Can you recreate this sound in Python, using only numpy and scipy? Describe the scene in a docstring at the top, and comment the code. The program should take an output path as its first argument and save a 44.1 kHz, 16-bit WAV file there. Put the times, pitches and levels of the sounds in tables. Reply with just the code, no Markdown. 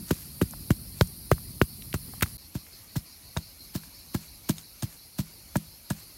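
"""Cicadas buzz in the open air, dry grass rustles, and a stone pounds loose, damp soil close by. First it is a
small stone in a fist; at 2.37 s the sound drops out for an instant and the scene changes to a large one in two
hands. Each blow is a thud that falls in pitch as the soil gives way, with a knock and a crunch of grit. Now and
then the stone chinks on a pebble, a clod pats down, or crumbs patter after a blow. The cicadas buzz by clicking
their timbals (tiny drum skins), and pulse after the scene changes."""
import sys
import numpy as np
from scipy import signal
from scipy.fft import rfft, irfft
from scipy.io import wavfile
from scipy.ndimage import uniform_filter1d

SR = 44100
rng = np.random.default_rng(int(sys.argv[2]) if len(sys.argv) > 2 else 0)


def wrap_up_sound(samples):
    """Save the sound to the file named by the first command line argument, as 16-bit audio."""
    columns = np.atleast_2d(samples).T
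    # keep every value between -1 and 1, then stretch to whole-number steps
    tamed = np.clip(columns, -1, 1)
    steps = np.round(tamed * 32767).astype(np.int16)
    wavfile.write(sys.argv[1], SR, steps)


N = 272097
TIME = np.arange(N) / SR
BREAK_S, SILENCE_S = 2.3705, 0.0095  # the sound drops out for an instant where the scene changes
HIGHEST_HZ = 15850

# The tone of air, leaves and far insects, before and after the break: pitch_hz, relative_db
AIR_BEFORE = [(20, -67), (45, 7), (80, 6.5), (140, 6.5), (220, 0.5), (320, -8), (480, -18.5), (900, -21.5),
              (1700, -25), (2400, -21.5), (3200, -24.5), (6500, -22), (8000, -25.5), (15500, -17)]
AIR_AFTER = [(20, -35), (45, 3.5), (75, 6), (140, -4), (280, -6), (420, -14), (700, -13.5), (1700, -19.5),
             (2300, -13), (3200, -18.5), (6500, -14), (8000, -21.5), (15500, -17.5)]
# The pitches at which the timbals ring: pitch_hz, width_hz, before_break_db, after_break_db, pulse_share
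CICADA_BANDS = [(4313, 237, -62.5, -57, 0.83), (4430, 320, -59, -67, 0.4), (5160, 360, -61.5, -61.5, 0.59),
                (9790, 690, -55, -62.5, .1), (10140, 810, -58, -63.5, .1), (11330, 180, -58.5, -66.5, 0.16),
                (11850, 580, -54, -58, 0.19), (11550, 1440, -53.5, -61.5, 0.13)]
# How hard the cicadas sing: time_s, effort_db
SONG_EFFORT = [(0, 1.4), (2.3, 1), (4.1, 1.6), (5.3, -2.5), (6.1, -0.5)]
# Soft swells of fine patter: peak_s, level_db
# The one at 1.0 s is a brief fizz around a blow; the others are crumbs falling after blows.
PATTER_SWELLS = [(0.24, -49.5), (1.0, -43), (2.275, -46), (2.69, -53), (3.85, -48.5), (4.23, -43.5),
                 (4.59, -44.5), (4.93, -46), (5.28, -49), (5.643, -52), (5.992, -44)]
# The blows: start_s, thud_db, stiffness, softness_s, looseness, dip_hz, knock_db, grit_db
# Stiffer soil gives a higher thud, softness slows its start, looseness is the size of a second push.
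# At dip_hz, stone and ground swing against each other and cancel.
STONE_BLOWS = [(0.1082, -14.5, 1.42, 0.0013, 0.62, 770, -22, -25),
               (0.4150, -13, 1.38, 0.0017, 0.74, 860, -24, -27.5),
               (0.7042, -9, 1.23, 0.0014, 0.074, 477, -23, -28),
               (1.01, -7, 1.11, 0.0013, 0.035, 269, -11.5, -26),
               (1.315, -7.5, 1.21, 0.00048, 0.25, 243, -25.5, -25),
               (1.6151, -11.5, 1.05, 0.00011, 0.21, 1730, -8.5, -29),
               (1.9405, -19.5, 1.08, 0.0024, 0.52, 770, -27.5, -28),
               (2.224, -18.5, 0.91, 0.0015, 0.77, 746, -20, -22.5),
               (2.552, -21.5, 1.22, 0.0013, 0.18, 464, -43, -37.5),
               (2.9618, -21, 0.91, 0.00063, 2.06, 507, -34.5, -33.5),
               (3.3657, -20, 1.1, 0.00068, 0.51, 292, -28.5, -37),
               (3.7505, -19, 1.72, 0.0036, 0.1, 493, -38, -31.5),
               (4.1455, -18, 1.41, 0.0011, 0.12, 503, -34.5, -35),
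               (4.4922, -14.5, 1.95, 0.0026, 0.03, 480, -27.5, -29),
               (4.8276, -22.5, 1.19, 0.0024, 1.31, 477, -37, -36),
               (5.1876, -16, 1.65, 0.0051, 0.22, 459, -37.5, -30.5),
               (5.5563, -15, 1.61, 0.00034, 0.24, 473, -21.5, -34),
               (5.9039, -17.5, 1.65, 0.0038, 0.15, 487, -27.5, -35)]
# The ring of a hollow in the ground nearby: pitch_hz, level_db, ring_s (time to fade by 60 dB)
HOLLOW_TONES = [(159.6, -17.5, 0.31), (204.3, -13.5, 0.16), (299, -37.5, 0.24)]
# The hollow rings more as the digging nears it: time_s, ring_share
HOLLOW_NEARNESS = [(2.2, 0.16), (3.2, 0.54), (4.5, 0.77)]
# Each stone's dull knock, damped by hand and soil: pitch_hz, width_hz, level_db
SMALL_KNOCK_TONES = [(613, 60, -0.5), (950, 39, -14.5), (1264, 840, 2), (1506, 160, -5), (2760, 490, -7),
                     (3060, 140, -17)]
LARGE_KNOCK_TONES = [(610, 104, 7), (967, 204, 4.5), (1450, 260, -3), (1663, 93, 2.5), (2400, 370, -7.5)]
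# The tone of crushed grit: pitch_hz, relative_db
GRIT_TONE = [(1500, -0.5), (2500, 1), (4000, 3), (6500, 2.5), (8000, 1), (10500, 0), (12500, 3), (15500, 4)]
# Short taps: bright chinks on pebbles, a few dull pats of clods, and some low extra knocks within blows # (at
# 1.3 s and 3.37 s): start_s, level_db, pitch_hz, ring
SHORT_TAPS = [(0.5097, -32.5, 8000, 0.073), (0.5345, -36, 930, 0), (1.0107, -13, 3170, 0),
              (1.023, -25, 12000, 0.13), (1.0733, -33.5, 8900, 0.16), (1.3157, -14.5, 1280, 0.37),
              (1.3808, -40, 1210, 0), (1.822, -39, 2720, 0.46), (1.929, -28, 2820, 0.045),
              (2.1364, -39.5, 940, 0), (2.2094, -25, 12000, 0), (2.21, -28, 1890, 0),
              (2.2275, -11, 14000, 0.1), (2.2302, -15.5, 1710, 1), (2.259, -38.5, 1320, 0.2),
              (2.6668, -47, 1900, 0.1), (3.3713, -24.5, 4150, 0.5), (3.371, -32, 1070, 0),
              (3.8349, -43.5, 1500, 0.5), (4.148, -30.5, 790, 0), (4.495, -19.5, 6550, 0.05),
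              (4.5083, -28.5, 4470, 0.065), (4.5827, -45, 5700, 1.65), (4.824, -35, 6300, 0.96),
              (5.569, -23.5, 9000, 0.11), (5.9025, -29, 7100, 0.42)]
# The bright ring of stone: pitch_hz, level_db, ring_s (time to fade by 60 dB)
STONE_TONES = [(3770, 25, 0.01), (4250, 0, 0.034), (5200, 10.5, 0.031), (6600, 15, 0.033),
               (8580, 18.5, 0.034)]

# What all the blows of one stone share.
SMALL_STONE = dict(thud_s=0.015, dull_db=-2.1, grit_at_s=0.0005, grit_rise_s=0.0011, grit_fade_s=0.0081)
LARGE_STONE = dict(thud_s=0.01587, dull_db=2, grit_at_s=0.0021, grit_rise_s=0.0045, grit_fade_s=0.013)


def gain_of(db):
    """Turns decibels into a number to multiply by."""
    return 10 ** (np.asarray(db) / 20)


def evened(x):
    """Scales a sound to an average strength (rms) of 1."""
    return x / np.sqrt(np.mean(x ** 2) + 1e-20)


def sized(x, envelope):
    """Gives a sound the energy of an envelope (a curve of loudness over time)."""
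    return evened(x) * np.sqrt(np.mean(envelope ** 2))


def add(mix, start_s, sound):
    """Mixes a sound in at its start time."""
    part = mix[max(round(start_s * SR), 0):][:len(sound)]
    part += sound[:len(part)]


def burst(t, rise_s, fade_s):
    """An envelope that swells up to t = 0 and dies away after it."""
    return np.exp(np.minimum(t / max(rise_s, 1e-4), -t / max(fade_s, 1e-4)))


def coloured(x, tone):
    """Shapes a sound's lows and highs by (pitch_hz, relative_db) points, at strength 1."""
    points_hz, points_db = np.transpose(tone)
    hz = np.fft.rfftfreq(len(x), 1 / SR)
    curve_db = np.interp(np.log(hz + 1), np.log(points_hz), points_db)
    return evened(irfft(rfft(x) * gain_of(curve_db), len(x)))


def filtered(x, db_at):
    """Turns each pitch up or down by db_at(hz), so that nothing sounds before its cause."""
    hz = abs(np.fft.fftfreq(len(x), 1 / SR)) + 1
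    log_gain = np.log(gain_of(np.maximum(db_at(hz), -60)))
    response = np.exp(np.conj(signal.hilbert(log_gain)))
    return np.fft.ifft(np.fft.fft(x) * response).real


def wander(rate_hz):
    """A random drift of strength 1, mostly slower than rate_hz."""
    hz = np.fft.rfftfreq(N, 1 / SR)
    return evened(irfft(rfft(rng.standard_normal(N)) / (1 + (hz / rate_hz) ** 2), N))


def noise_band(centre_hz, octaves):
    """Noise gathered around one pitch, at strength 1."""
    away = np.log2((np.fft.rfftfreq(N, 1 / SR) + 1) / centre_hz) / octaves
    return evened(irfft(rfft(rng.standard_normal(N)) * np.exp(-away ** 2 / 2), N))


def air():
    """The open air: a soft, uneven rumble and hiss, quieter after the break."""
    before = gain_of(-45) * coloured(rng.standard_normal(N), AIR_BEFORE)
    after = gain_of(-54) * coloured(rng.standard_normal(N), AIR_AFTER)
    return np.where(TIME < BREAK_S, before, after) * gain_of(0.84 * wander(rate_hz=4.1))


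def cicadas():
    """Timbal clicks blur into bands of noise; after the break they pulse about six times a second."""
    first_pause_s, pulse_s = 2.337, 0.1731
    # The pauses between pulses fill in as the song goes on.
    depth_db = np.maximum(15.5 - 4.5 * (TIME - BREAK_S), 7) * (TIME > BREAK_S)
    out = np.zeros(N)
    for hz, width_hz, before_db, after_db, pulse_share in CICADA_BANDS:
        late_s = min(0.057 * np.log2(hz / 4600), 0.02)  # each pulse opens low and brightens
        pulses = (TIME - late_s - first_pause_s) / pulse_s
        pause_db = depth_db * np.cos(np.pi * pulses) ** 4
        song_db = np.interp(TIME, *np.transpose(SONG_EFFORT)) - pause_db
        waver_db = 0.5 * wander(rate_hz=21) + 0.43 * wander(rate_hz=180)
        level_db = np.where(TIME < BREAK_S, before_db, after_db) + pulse_share * song_db + waver_db
        out += gain_of(level_db) * noise_band(hz, octaves=np.log2(1 + width_hz / hz) * np.sqrt(2))
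    return out


def flicker(x, depth_db):
    """Makes a sound flicker in small patches of time and pitch."""
    spectra = signal.stft(x, nperseg=1024, noverlap=768)[2]
    patches = uniform_filter1d(rng.standard_normal(spectra.shape), size=4, axis=0)
    patches = evened(uniform_filter1d(patches, size=5, axis=1))
    return signal.istft(spectra * gain_of(depth_db * patches), nperseg=1024, noverlap=768)[1][:N]


def grains(samples, per_s, spread_db):
    """Tiny cracks at random times, most small and a few large."""
    sizes = gain_of(spread_db * np.minimum(rng.exponential(1, samples), 4))
    return sizes * rng.choice([-1, 1], samples) * (rng.random(samples) < per_s / SR)


def patter(envelope, per_s, low_hz, high_hz, pitches=10):
    """Separate ticks, each lasting a few cycles at one of several pitches."""
    out, t = np.zeros(len(envelope)), np.arange(192) / SR
    for hz in np.geomspace(low_hz, min(high_hz, HIGHEST_HZ), pitches):
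        tick = np.sin(2 * np.pi * hz * t) * np.exp(-t * hz / 0.87)
        starts = grains(len(out), per_s / pitches, spread_db=4.2)
        out += np.convolve(starts, evened(tick))[:len(out)]
    return evened(out) * envelope


def grass_and_patter():
    """The first stroke brushes dry grass; crumbs fall after blows, and a brief fizz surrounds one."""
    swell_width_s, dull_share = 0.033, 0.58
    grass = gain_of(-43.5) * burst(TIME - 0.094, rise_s=0.025, fade_s=0.088)
    swells = sum(gain_of(db) * np.exp(-((TIME - peak_s) / swell_width_s) ** 2 / 2)
                 for peak_s, db in PATTER_SWELLS)
    fine = patter((1 - dull_share) * swells + grass, per_s=5200, low_hz=5360, high_hz=HIGHEST_HZ)
    dull = patter(dull_share * swells + 1.4 * grass, per_s=2500, low_hz=1150, high_hz=4700)
    return fine + 0.22 * dull


def push(t, stiffness, softness_s, length_s):
    """The stone sinks in: ever more soil moves with it, so the pitch falls as 1 / time."""
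    t = np.maximum(t, 0)
    cycles = stiffness * np.log1p(t / 0.001)
    rise = 1 - np.exp(-(t / softness_s) ** 2)
    return np.sin(2 * np.pi * cycles) * rise * np.exp(-(t / length_s) ** 3)


def thud(t, stone, stiffness, softness_s, looseness, dip_hz):
    """The soil gives way twice; stone and ground swing against each other, cancelling near dip_hz."""
    def tone_db(hz):
        away = np.log2(hz / dip_hz)
        dip = sum(db * np.exp(-((away - centre) / octaves) ** 2)  # a dip between two weak peaks
                  for centre, octaves, db in [(-0.6, 0.09, 5), (0, 0.64, -13), (0.5, 0.24, 0.5)])
        dulling = stone["dull_db"] / (1 + (370 / hz) ** 12)  # a broad face spreads the blow
        ground = 3.5 * np.exp(-(np.log2(hz / 375) / 0.21) ** 2)  # packed ground has a note of its own
        bass_loss = 10 * np.log10(1 + (46 / hz) ** 6)  # the slowest motion makes hardly any sound
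        return dip - dulling + ground - bass_loss
    delay_s = 0.01893 / (1 + 0.9 * looseness)  # loose soil gives again sooner
    first = push(t, stiffness, softness_s, stone["thud_s"])
    second = push(t - delay_s, stiffness, softness_s=0.005, length_s=0.8 * stone["thud_s"])
    return filtered(first + looseness * second, tone_db)


def ringing(tones, t):
    """Pure tones that start at t = 0 and die away."""
    t = np.maximum(t, 0)
    return sum(gain_of(db) * np.exp(-np.log(1000) * t / ring_s) * np.sin(2 * np.pi * hz * t)
               for hz, db, ring_s in tones)


def crack(envelope, spread_db, smooth_bins):
    """Tiny cracks so close together that they fuse into one broad, fairly even crack."""
    spectrum = rfft(grains(len(envelope), 9000, spread_db) * envelope)
    power = uniform_filter1d(abs(spectrum) ** 2, smooth_bins) + 1e-12
    return irfft(spectrum / power ** 0.4, len(envelope))


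def knock(t, tones, level_db, looseness):
    """The stone's own dull knock: the harder the hit, the shorter the contact."""
    def tone_db(hz):
        return 20 * np.log10(sum(gain_of(db) / (1 + ((hz - pitch_hz) / (0.77 * width_hz)) ** 2)
                                 for pitch_hz, width_hz, db in tones))
    contact_s = min(0.0033 * np.exp((-23 - level_db) / 11.5), 0.0067)
    peak_s = 0.001144 - 0.0026 * looseness  # a loose crust cracks earlier
    contact = burst(t - peak_s, rise_s=0.00037, fade_s=contact_s)
    hit = filtered(crack(contact, spread_db=2.5, smooth_bins=121), tone_db)
    return gain_of(level_db) * sized(hit, contact)


def blows():
    """Each blow: a thud that rings the hollow, a knock, crushed grit and flying crumbs."""
    out, lead_s = np.zeros(N), 0.04
    t = np.arange(16384) / SR - lead_s  # the stone touches the soil at t = 0
    for start_s, thud_db, stiffness, softness_s, looseness, dip_hz, knock_db, grit_db in STONE_BLOWS:
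        stone = SMALL_STONE if start_s < BREAK_S else LARGE_STONE
        knock_tones = SMALL_KNOCK_TONES if start_s < BREAK_S else LARGE_KNOCK_TONES
        nearness = np.interp(start_s, *np.transpose(HOLLOW_NEARNESS))
        hollow = nearness * ringing(HOLLOW_TONES, t - 0.41 * stone["thud_s"])
        blow = gain_of(thud_db) * (thud(t, stone, stiffness, softness_s, looseness, dip_hz) + hollow)
        blow += knock(t, knock_tones, knock_db, looseness)
        crush = burst(t - stone["grit_at_s"], stone["grit_rise_s"], stone["grit_fade_s"])
        grit = coloured(grains(len(t), per_s=6000, spread_db=5.8), GRIT_TONE) * crush
        spray = burst(t - 0.02, rise_s=0.0065, fade_s=0.016)
        crumbs = patter(spray, per_s=1500, low_hz=3670, high_hz=HIGHEST_HZ)
        add(out, start_s - lead_s, blow + 1.08 * gain_of(grit_db) * grit + gain_of(-52) * crumbs)
    return out


def taps():
    """Bright chinks on pebbles, dull pats of clods and some low extra knocks within blows, the higher the
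    shorter; some ring the stone."""
    out, lead_s, width_octaves = np.zeros(N), 0.005, 0.58
    t = np.arange(4096) / SR - lead_s
    for start_s, level_db, pitch_hz, ring in SHORT_TAPS:
        def off_pitch(hz):
            return (np.log2(hz / pitch_hz) / width_octaves) ** 2
        contact = burst(t, rise_s=0.0001, fade_s=0.0021 / (pitch_hz / 1000) ** 0.53)
        snap = crack(contact, spread_db=0.51, smooth_bins=31)
        tick = sized(filtered(snap, lambda hz: -4.3 * off_pitch(hz)), contact)
        # A chink wakes the stone's tones that lie near its own pitch.
        woken = [(hz, db - 4.4 * off_pitch(hz), ring_s) for hz, db, ring_s in STONE_TONES]
        add(out, start_s - lead_s, gain_of(level_db) * (tick + 0.23 * ring * ringing(woken, t)))
    return out


def scene():
    """The digging over the cicadas and the open air, in one channel."""
    digging = blows() + taps() + grass_and_patter()
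    background = flicker(cicadas() + air(), depth_db=2.5)
    return (digging + background)[None]


def record(dry):
    """Silences the instant at the break and takes away the very highest treble."""
    sounding = (TIME < BREAK_S) | (TIME > BREAK_S + SILENCE_S)
    low_pass = signal.firwin(401, HIGHEST_HZ, window=("kaiser", 8), fs=SR)
    return signal.oaconvolve(dry * sounding, low_pass[None], "same")


dry = scene()
out = record(dry)
wrap_up_sound(out)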